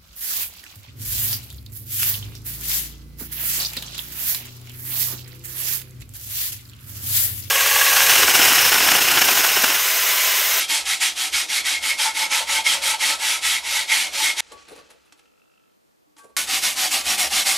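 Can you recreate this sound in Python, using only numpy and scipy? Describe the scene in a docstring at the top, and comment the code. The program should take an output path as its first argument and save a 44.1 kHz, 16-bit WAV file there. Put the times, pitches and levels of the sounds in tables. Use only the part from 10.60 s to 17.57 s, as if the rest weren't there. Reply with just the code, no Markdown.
"""A rusty saw blade is pushed to and fro over a sandpaper board in a vise: grit clicks ring thin steel and board.
The rasp breaks off into a quiet spell: filtered noise for hands and sleeves, decaying sines for taps of the
lifted blade, and a mains buzz of knocks and rattle that comes and goes.
As abruptly, a rubber sanding block scrubs the blade, again as resonant grit clicks.
A rocking bench and dense stereo reflections lie over steady microphone noise, stronger at the sides."""
import sys
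import numpy as np
from scipy import signal
from scipy.fft import rfft, irfft, next_fast_len
from scipy.io import wavfile
from scipy.ndimage import uniform_filter1d

SR = 44100
rng = np.random.default_rng(int(sys.argv[2]) if len(sys.argv) > 2 else 0)


def pcm_store(signal):
    """Save signal as 16-bit PCM."""
    levels = np.round(np.clip(np.atleast_2d(signal), -1, 1) * 32767)
    wavfile.write(sys.argv[1], SR, levels.astype(np.int16).T)


def amplitude_ratio(level_db):
    """Convert a level in decibels to the matching linear amplitude (field) ratio."""
    exponent = np.asarray(level_db, float) / 20
    return 10 ** exponent


N = 307377
TIME = np.arange(N) / SR
SIZE = next_fast_len(N + SR)   # room for filter tails
HZ = np.maximum(np.fft.rfftfreq(SIZE, 1 / SR), 1)
QUIET_FROM_S, QUIET_TO_S = 3.806, 5.766


# blade strokes, pushes and pulls in turn; levels before the trim, lean is the rise from middle to end:
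# turn_s, top_db, lean_db, steel_freedom_db, board_freedom_db
BLADE_STROKES = [(-0.09, -22, 4, -5.5, -9), (0.074, -19, 0, -6.5, 0), (0.242, -20.5, -1.5, -4.5, -9),
                 (0.393, -19.5, -3, -2, -11), (0.545, -21.5, 1.5, -13, -8), (0.712, -19.5, 0, -3, -11.5),
                 (0.873, -20.5, 2, 2.5, -7), (1.033, -21, 0, 3, -5.5), (1.207, -21.5, -1.5, 4, 4.5),
                 (1.368, -20, 0.5, 1, 6), (1.534, -21.5, 0, 3, 7.5), (1.692, -19.5, 0.5, -0.5, 9),
                 (1.859, -20.5, 0, 4.5, 10.5), (2.034, -19, 1, 1, 4.5), (2.205, -20, -2.5, 1.5, 9.5),
                 (2.38, -18.5, 3, 2, 4), (2.581, -20, 0, -1.5, 5.5), (2.808, -19, 1.5, 1.5, -4.5),
                 (3.019, -21.5, 1.5, 3.5, 3.5), (3.268, -19.5, 0.5, 5, -1), (3.51, -20, 1.5, 1.5, 2.5),
                 (3.753, -21, -1.5, 0.5, 3)]
# course of a push and of a pull, added to the stroke: share_of_stroke, level_db, steel_db, board_db
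BLADE_PUSH = [(0, -22.5, 0, 1.5), (.1, -10, 1.5, 0.5), (.2, -4.5, 2.5, 2), (.39, -1.5, -5.5, -4),
              (.62, -1, 3, -1.5), (.85, -8.5, 2, 3)]
BLADE_PULL = [(0, -22, 0.5, 2.5), (.1, -7.5, 3, 0.5), (.2, -1, 5.5, 5), (0.389, -0.5, -5.5, -6),
              (.62, -2.5, -4.5, 2), (.85, -12, 4, 6.5)]
# colour of the blade's rasp: pitch_hz, relative_level_db
BLADE_RASP = [(53, -67), (90, -37), (461, -25.5), (878, -11), (1040, -15), (1500, -8.5), (2210, -4),
              (2920, -2.5), (9960, -6.5), (15300, -20)]
# modes of the steel and of the board above the rasp: pitch_hz, width_hz, level_db, share_of_grip_change
BLADE_STEEL = [(1964, 71, 2.5, 1.1), (2154, 40, 8, 1.56), (2234, 57, 0.5, 1.1), (3220, 59, 3, 0.28),
               (3390, 20, -1.5, 0.25), (3765, 40, 0.5, .3)]
BLADE_BOARD = [(188, 14, 6.5, .2), (308, 32, 11, 0.22), (553, 49, 2.8, 1.2), (763.4, 12, 6.8, 0.28),
               (875.7, 41, 9.2, 0.9), (921, 19, 1.5, 0.78), (1302, 20, 6.6, 0.33)]


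def blade_on_board():
    """The saw blade rubs over the sandpaper board, which rings along with the thin steel."""
    return sanding(BLADE_STROKES, 4.004, (BLADE_PUSH, BLADE_PULL), BLADE_RASP, BLADE_STEEL, BLADE_BOARD,
                   per_s=9000.0, spread_db=1.0, dull=0.56, steady=0.92,
                   patch_db=-9.5, rough_db=0.36, trim_db=-3.5)


# block strokes, pulls and pushes in turn; levels before the trim, lean is the rise from middle to end:
# turn_s, top_db, lean_db, steel_freedom_db, board_freedom_db
BLOCK_STROKES = [(5.72, -21, -2, 0, -8.5), (5.864, -21, 0.32, 0.27, 0), (6.012, -21, -0.25, 0, -6),
                 (6.152, -20, -1.9, -0.44, 0.5), (6.301, -20.5, -0.9, -2.2, -1),
                 (6.436, -20.5, 0.14, -1.5, 2.5), (6.571, -19.5, 1, 0.17, 2),
                 (6.694, -19.5, 0.69, 0.18, -0.5), (6.846, -18.5, 0.52, 0.58, -0.5)]
# course of a pull and of a push, added to the stroke: share_of_stroke, level_db, steel_db, board_db
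BLOCK_PULL = [(0, -15, 0, 0), (.09, -4.5, 0, 0), (.19, -0.5, .3, -0.27), (.39, -1, .4, -.2),
              (.62, -4, -.3, .2), (.85, -9, -.4, 0.26)]
BLOCK_PUSH = [(0, -19.5, 0, 0), (.09, -10, 0, 2), (.19, -5, -1, 2.3), (.39, -1.5, 0, -0.11),
              (.62, 0, .3, -1.2), (.85, -4.5, .4, -0.19)]
# colour of the block's rasp: pitch_hz, relative_level_db
BLOCK_RASP = [(53, -50), (90, -26.5), (300, -18.5), (481, -21.5), (772, -10), (1410, -8.5), (2120, -3),
              (4310, -1.5), (10200, -5.5), (15300, -16)]
# modes of the steel and of the board above the rasp: pitch_hz, width_hz, level_db, share_of_grip_change
BLOCK_STEEL = [(2160, 53, -1.5, 2.1)]
BLOCK_BOARD = [(209, 16, 2.7, 0.18), (301, 71, 3.2, 0.66), (579, 115, 3.0, 0.54), (752, 37, 9.8, 1.7),
               (1156, 11, 2, .3)]


def block_on_blade():
    """The rubber block scrubs the blade with denser, more uneven grit."""
    return sanding(BLOCK_STROKES, 6.99, (BLOCK_PULL, BLOCK_PUSH), BLOCK_RASP, BLOCK_STEEL, BLOCK_BOARD,
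                   per_s=12000.0, spread_db=2.0, dull=0.095, steady=0.75,
                   patch_db=-7.0, rough_db=0.03, trim_db=-3.0)


def sanding(strokes, end_s, shapes, rasp, steel, board, per_s, spread_db, dull, steady,
            patch_db, rough_db, trim_db):
    """Grit clicks excite the rasp, the free steel, the board and many damped plate modes of wavering strength."""
    level_db, steel_db, board_db, way = stroked(strokes, end_s, shapes)
    level_db = uniform_filter1d(level_db, int(0.011 * SR))   # the hand's inertia rounds the turns
    slow_db = level_db - level_db.max()

    grains = colour(grit(per_s, spread_db), rasp) * amplitude_ratio(rough_db * drift(25.0))
    presence = cut(cut(grains, 2400, "high", order=4), 7000, "low", order=4)
    grains /= np.std(presence)
    low = cut(grains, 710, "low")
    high = cut(grains, 5000, "high")

    # slow rubbing and every second stroke are duller
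    treble_db = dull * slow_db + 0.88 * way + 0.63 * drift(7.0)
    # the board rumbles on through the turns
    rumble_db = 0.14 * board_db - steady * slow_db
    rubbed = grains + (amplitude_ratio(treble_db) - 1) * high + (amplitude_ratio(rumble_db) - 1) * low

    plate_modes_hz = np.geomspace(1000, 13000, 44) * rng.uniform(0.97, 1.03, 44)
    for hz in plate_modes_hz:
        rubbed += resonate(grains * amplitude_ratio(patch_db + 6 * drift(9)), hz, 25 + 0.008 * hz)

    push = amplitude_ratio(level_db + trim_db)
    steel_ring = gripped(grains * push * amplitude_ratio(0.22 * slow_db), steel, steel_db, waver_db=4.5)
    board_ring = gripped(grains * push, board, board_db, waver_db=4.0)
    return rubbed * push + steel_ring + board_ring


def stroked(strokes, end_s, shapes):
    """Level, steel and board freedom and direction along the strokes, which take the two shapes in turn."""
    turns, top_db, lean_db, steel_db, board_db = np.array(strokes).T[:, :, None]
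    which = np.arange(len(strokes)) % 2
    share, level, steel, board = np.moveaxis(np.array(shapes)[which], 2, 0)
    lengths = np.diff(np.append(turns, end_s))[:, None]   # end_s is where the last stroke would turn
    s = turns + lengths * share
    way = 1 - 2 * which[:, None] + 0 * share
    columns = top_db + level + lean_db * (2 * share - 1), steel_db + steel, board_db + board, way
    return [np.interp(TIME, s.ravel(), c.ravel()) for c in columns]


def grit(per_s, spread_db):
    """Grains catch and let go at random, a few much harder than the rest."""
    sizes = amplitude_ratio(spread_db * np.minimum(rng.exponential(1, N), 5)) * rng.choice([-1, 1], N)
    caught = rng.random(N) < per_s / SR
    return rms_one(sizes * caught)


def gripped(x, modes, grip_db, waver_db):
    """Modes that the hands damp or set free, each wavering a little on its own."""
    out = 0
    for hz, width, db, follow in modes:
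        gain_db = db + follow * grip_db + waver_db * drift(9.9)
        out = out + resonate(x * amplitude_ratio(gain_db), hz, width)
    return out


# the blade touches the board or vise: start_s, tick_db, ring_db, tilt_db_per_octave, share_of_free_ring_time
TAPS = [(3.919, -42, -45.5, 1.5, 0.62), (4.114, -60, -55, -8, 0.33), (4.189, -51, -50, 0, 0.24),
        (4.523, -45, -67, -6.5, 0.42), (4.592, -52, -80, 0.1, .4), (5.47, -85, -80, -10.5, 1.2),
        (5.566, -50, -60.5, -3.5, 0.69), (5.588, -56, -54.5, 37, 1.1)]
# modes of the free blade: pitch_hz, level_db, t60_s
FREE_BLADE = [(1135, 2, 0.66), (1580, -15, 0.36), (858, 1, 0.27), (302, -1, 0.25)]


def taps():
    """A short scratchy tick, and the blade rings as long as the fingers let it."""
    rows = np.array(TAPS)
    starts = (rows[:, 0] * SR).astype(int)
    ticks = np.full(N, 1e-18)
    ticks[starts] = amplitude_ratio(rows[:, 1])
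    fade = signal.lfilter([1], [1, -np.exp(-1 / (0.008 * SR))], ticks)
    out = uniform_filter1d(fade, int(0.0027 * SR)) * rms_one(colour(rng.standard_normal(N), HISS))
    for start, (s, tick_db, ring_db, tilt_db, free) in zip(starts, rows):
        t = TIME[:min(SR // 2, N - start)]
        onset = 1 - np.exp(-t / 0.0051)
        for hz, level_db, t60 in FREE_BLADE:
            tilted_db = tilt_db * np.log2(hz / FREE_BLADE[0][0])
            gain_db = ring_db + level_db + tilted_db - 60 * t / (t60 * free)
            out[start:start + len(t)] += amplitude_ratio(gain_db) * onset * np.sin(2 * np.pi * hz * t)
    return out


# steady hold of the blade, before the flutter: time_s, hiss_db, wobble_db
HANDLING = [(3.83, -53, -71), (4.04, -54, -67), (4.2, -55.5, -61), (4.41, -66, -77), (4.65, -68.5, -73.5),
            (4.72, -74, -74), (5.545, -78.5, -87)]
# the fingers take a new hold, before the flutter: time_s, hiss_db, wobble_db
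GRABS = [(3.925, -49.5, -46.5), (4.088, -51, -53), (4.115, -54, -46.5), (4.16, -54.5, -58),
         (4.195, -65, -58), (4.305, -56, -51), (4.455, -64, -81), (4.575, -63, -80), (5.585, -52, -67),
         (5.645, -59.5, -49.5), (5.70, -72, -64)]
# colour of skin and sleeves, and of the tap ticks: pitch_hz, relative_level_db
HISS = [(530, -17.5), (900, -2.5), (1040, -17.5), (1140, -5), (1280, -6), (7600, -7.5), (9640, -14.5),
        (15300, -27.5)]
# resonances of the held steel in the hiss: pitch_hz, width_hz, level_db
SHIMMER = [(2560, 120, -2.5), (4170, 300, -9.5), (9900, 720, 3.5)]
# low modes of the wobbling steel: pitch_hz, width_hz, relative_level_db
WOBBLE = [(352, 140, -2.5), (473, 86, 5), (580, 64, -9), (853, 51, -8)]


def handling():
    """Sleeves and skin hiss dully, each new hold scuffs brighter, and the steel wobbles low."""
    rise_s, scuff_fall_s, wobble_fall_s = 0.0062, 0.026, 0.03
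    slide, shake = amplitude_ratio(np.array(in_time(HANDLING)))
    scuff = swells(GRABS, rise_s, scuff_fall_s)[0]
    shake = shake + swells(GRABS, rise_s, wobble_fall_s)[1]
    hiss = rms_one(colour(grit(9000.0, 2.0), HISS))
    hiss += body(hiss, SHIMMER)
    dull = cut(hiss, 7300, "low")
    bright = hiss + amplitude_ratio(1.5) * cut(hiss, 7200, "high")
    wobble = rms_one(body(cut(rng.standard_normal(N), 1200, "low"), WOBBLE))
    rubbing = (dull * slide + bright * scuff) * amplitude_ratio(1.7 * drift(30.0))
    return rubbing + wobble * shake * amplitude_ratio(1.7 * drift(25.0))


# the buzz comes and goes, silent outside these times: time_s, level_db
BUZZ = [(4.3, -71.5), (4.65, -69.5), (5.09, -71.5), (5.25, -90)]
# modes of the loose part, the first knocked, the others rattled: pitch_hz, width_hz, level_db
BUZZ_BOX = [(1330, 91, -5.5), (2680, 170, 4), (3060, 180, -6)]


def buzz():
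    """Once a mains cycle something loose is knocked almost evenly; its higher modes also rattle."""
    mains_hz, first_s = 50.04, 4.317
    cycle = (TIME - first_s) * mains_hz
    strengths = amplitude_ratio(rng.normal(0, 1.5, int(N / SR * mains_hz) + 2))
    strength = strengths[np.clip(cycle.astype(int), 0, None)]
    knock = strength * (np.diff(np.floor(cycle), prepend=cycle[0]) > 0.5)
    rattle = strength ** 2 * 0.076 * np.exp(-(cycle % 1) / 0.21) * rng.standard_normal(N)
    struck = resonate(knock, BUZZ_BOX[0][0], 400) * 3 + 1e-18
    sound = body(struck, BUZZ_BOX[:1]) + body(rattle, BUZZ_BOX[1:])
    on = (TIME > BUZZ[0][0]) & (TIME < BUZZ[-1][0])
    return on * amplitude_ratio(in_time(BUZZ)[0]) * rms_one(cut(sound, 3650, "low", order=4))


# hard turns and set-downs jolt the bench: time_s, level_db
JOLTS = [(0.28, -59), (0.75, -55), (1.2, -54), (1.9, -62), (2.07, -65), (2.24, -57), (2.85, -59),
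         (3.96, -59), (4.2, -70.5), (4.58, -82), (5.91, -55), (6.47, -57), (6.76, -55)]


def bench():
    """The bench rocks at its low resonance, while sanding goes on and about each jolt."""
    pitch_hz, width_hz = 67.0, 8.0
    sanded_db, still_db = -66.5, -96
    once = resonate(rng.standard_normal(N), pitch_hz, width_hz)
    rocking = rms_one(resonate(once, pitch_hz, 4.7 * width_hz))
    still = (TIME >= QUIET_FROM_S) & (TIME < QUIET_TO_S)
    gain = amplitude_ratio(np.where(still, still_db, sanded_db)) + swells(JOLTS, rise_s=0.054, fall_s=0.094)[0]
    return gain * rocking


def workshop(x, t60):
    """Dense reflections: two noise tails of unit energy that trade places as hands and steel move about."""
    tails = rng.standard_normal((2, SR // 2)) * amplitude_ratio(-60 * np.arange(SR // 2) / SR / t60)
    tails /= np.linalg.norm(tails, axis=1, keepdims=True)
    turn = 2 * np.pi * 1.3 * TIME + 2 * drift(2)
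    moved = x * np.array([np.cos(turn), np.sin(turn)])
    return irfft(rfft(moved, SIZE) * rfft(tails, SIZE), SIZE)[:, :N].sum(axis=0)


# width of the reflections, before each passage's own width gain: pitch_hz, side_level_db
WIDTH = [(60, -8), (130, -5.5), (290, -11.5), (640, -9), (1410, -7), (3100, -12.5), (6820, -22.5),
         (15000, 0)]


def side_reflections(x, wide_db):
    """Short reflections that reach the two ears in opposite phase widen the image."""
    return amplitude_ratio(wide_db) * colour(workshop(x, t60=0.12), WIDTH)


# colour of the microphone noise in the centre and at the sides: pitch_hz, relative_level_db
NOISE_MID = [(18, -41.5), (30, -17), (140, -13), (202, -5), (307, -8), (332, -9), (546, -10), (2020, -17),
             (15500, -20)]
NOISE_SIDE = [(18, -53), (30, -20.5), (341, -5.5), (575, -10), (709, -11.5), (787, -12), (3150, -29),
              (4090, -28.5), (15500, -42)]


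def mic_noise():
    """Steady coloured microphone noise, one for the centre and a stronger one for the sides."""
    mid = amplitude_ratio(-70) * rms_one(colour(rng.standard_normal(N), NOISE_MID))
    side = amplitude_ratio(-62.5) * rms_one(colour(rng.standard_normal(N), NOISE_SIDE))
    return mid, side


# balance of the centre: pitch_hz, left_minus_right_db
LEAN = [(300, .8), (800, .9), (2400, -1.6), (4400, -.2), (8000, -.1), (15000, -1.3)]


def left_right(mid, side):
    """The centre leans left or right by pitch; the sides go in opposite phase to the two channels."""
    lean = np.array(LEAN) * [1, 0.5]   # half the difference to each channel
    return np.array([colour(mid, lean) + side, colour(mid, lean * [1, -1]) - side])


def rms_one(x):
    """Scale to rms 1."""
    return x / np.sqrt(np.mean(x ** 2) + 1e-20)


def in_time(rows):
    """Columns of a table, one value a sample."""
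    s, *columns = np.transpose(rows)
    return [np.interp(TIME, s, c) for c in columns]


def swells(rows, rise_s, fall_s):
    """Each event swells and dies exponentially about its time; one gain a sample for each dB column."""
    s, *columns = np.transpose(rows)
    late = TIME[::32, None] - s
    shape = np.exp(np.where(late < 0, late / rise_s, -late / fall_s))
    return [np.interp(TIME, TIME[::32], shape @ amplitude_ratio(db)) for db in columns]


def drift(rate_hz):
    """Slow chance, spread 1."""
    r = np.exp(-80 * np.pi * rate_hz / SR)   # computed every 40th sample
    slow = signal.lfilter([1], [1, -2 * r, r * r], rng.standard_normal(N // 40 + 2002))[2000:]
    return np.interp(np.arange(N) / 40, np.arange(len(slow)), rms_one(slow))


def at_hz(points, hz):
    """A spectrum read on a log axis."""
    pitch_hz, level_db = np.array(points).T
    return np.interp(np.log(hz), np.log(np.maximum(pitch_hz, 1)), level_db)


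def colour(x, points):
    """Filter by a spectrum in dB."""
    return irfft(rfft(x, SIZE) * amplitude_ratio(at_hz(points, HZ)), SIZE)[:N]


def cut(x, hz, kind, order=2):
    """Low- or high-pass."""
    return signal.sosfilt(signal.butter(order, hz, kind, fs=SR, output="sos"), x)


def resonate(x, hz, width_hz):
    """One resonance, gain about 1 on top."""
    r = np.exp(-np.pi * width_hz / SR)
    poles = [1, -2 * r * np.cos(2 * np.pi * hz / SR), r * r]
    return signal.lfilter([(1 - r * r) / 2, 0, (r * r - 1) / 2], poles, x)


def body(x, peaks):
    """Resonances in parallel."""
    return sum(amplitude_ratio(db) * resonate(x, hz, width) for hz, width, db in peaks)


def scene():
    """Blade, quiet spell and block follow abruptly, each with its reflections, over bench and microphone noise."""
    first = TIME < QUIET_FROM_S
    last = TIME >= QUIET_TO_S
    quiet = ~first & ~last
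    in_hand = (handling() + taps() + buzz()) * quiet
    passages = np.array([blade_on_board(), in_hand, block_on_blade()]) + bench()
    mid, side = mic_noise()
    for passage, on, wide_db in zip(passages, (first, quiet, last), (-1.1, 6.0, -1.2)):
        mid = mid + on * (passage + amplitude_ratio(-11.5) * workshop(passage, t60=0.33))
        side = side + on * side_reflections(passage, wide_db)
    return left_right(mid, side)


def roll_off(x):
    """The treble ends steeply here."""
    return signal.sosfilt(signal.butter(12, 15890, fs=SR, output="sos"), x)


def record(dry):
    """A steep low-pass takes off the top of the mix."""
    low_pass = signal.cheby2(12, 50, 15750, fs=SR, output="sos")
    mix = signal.sosfilt(low_pass, dry)
    return roll_off(mix)


dry = scene()
out = record(dry)
pcm_store(out)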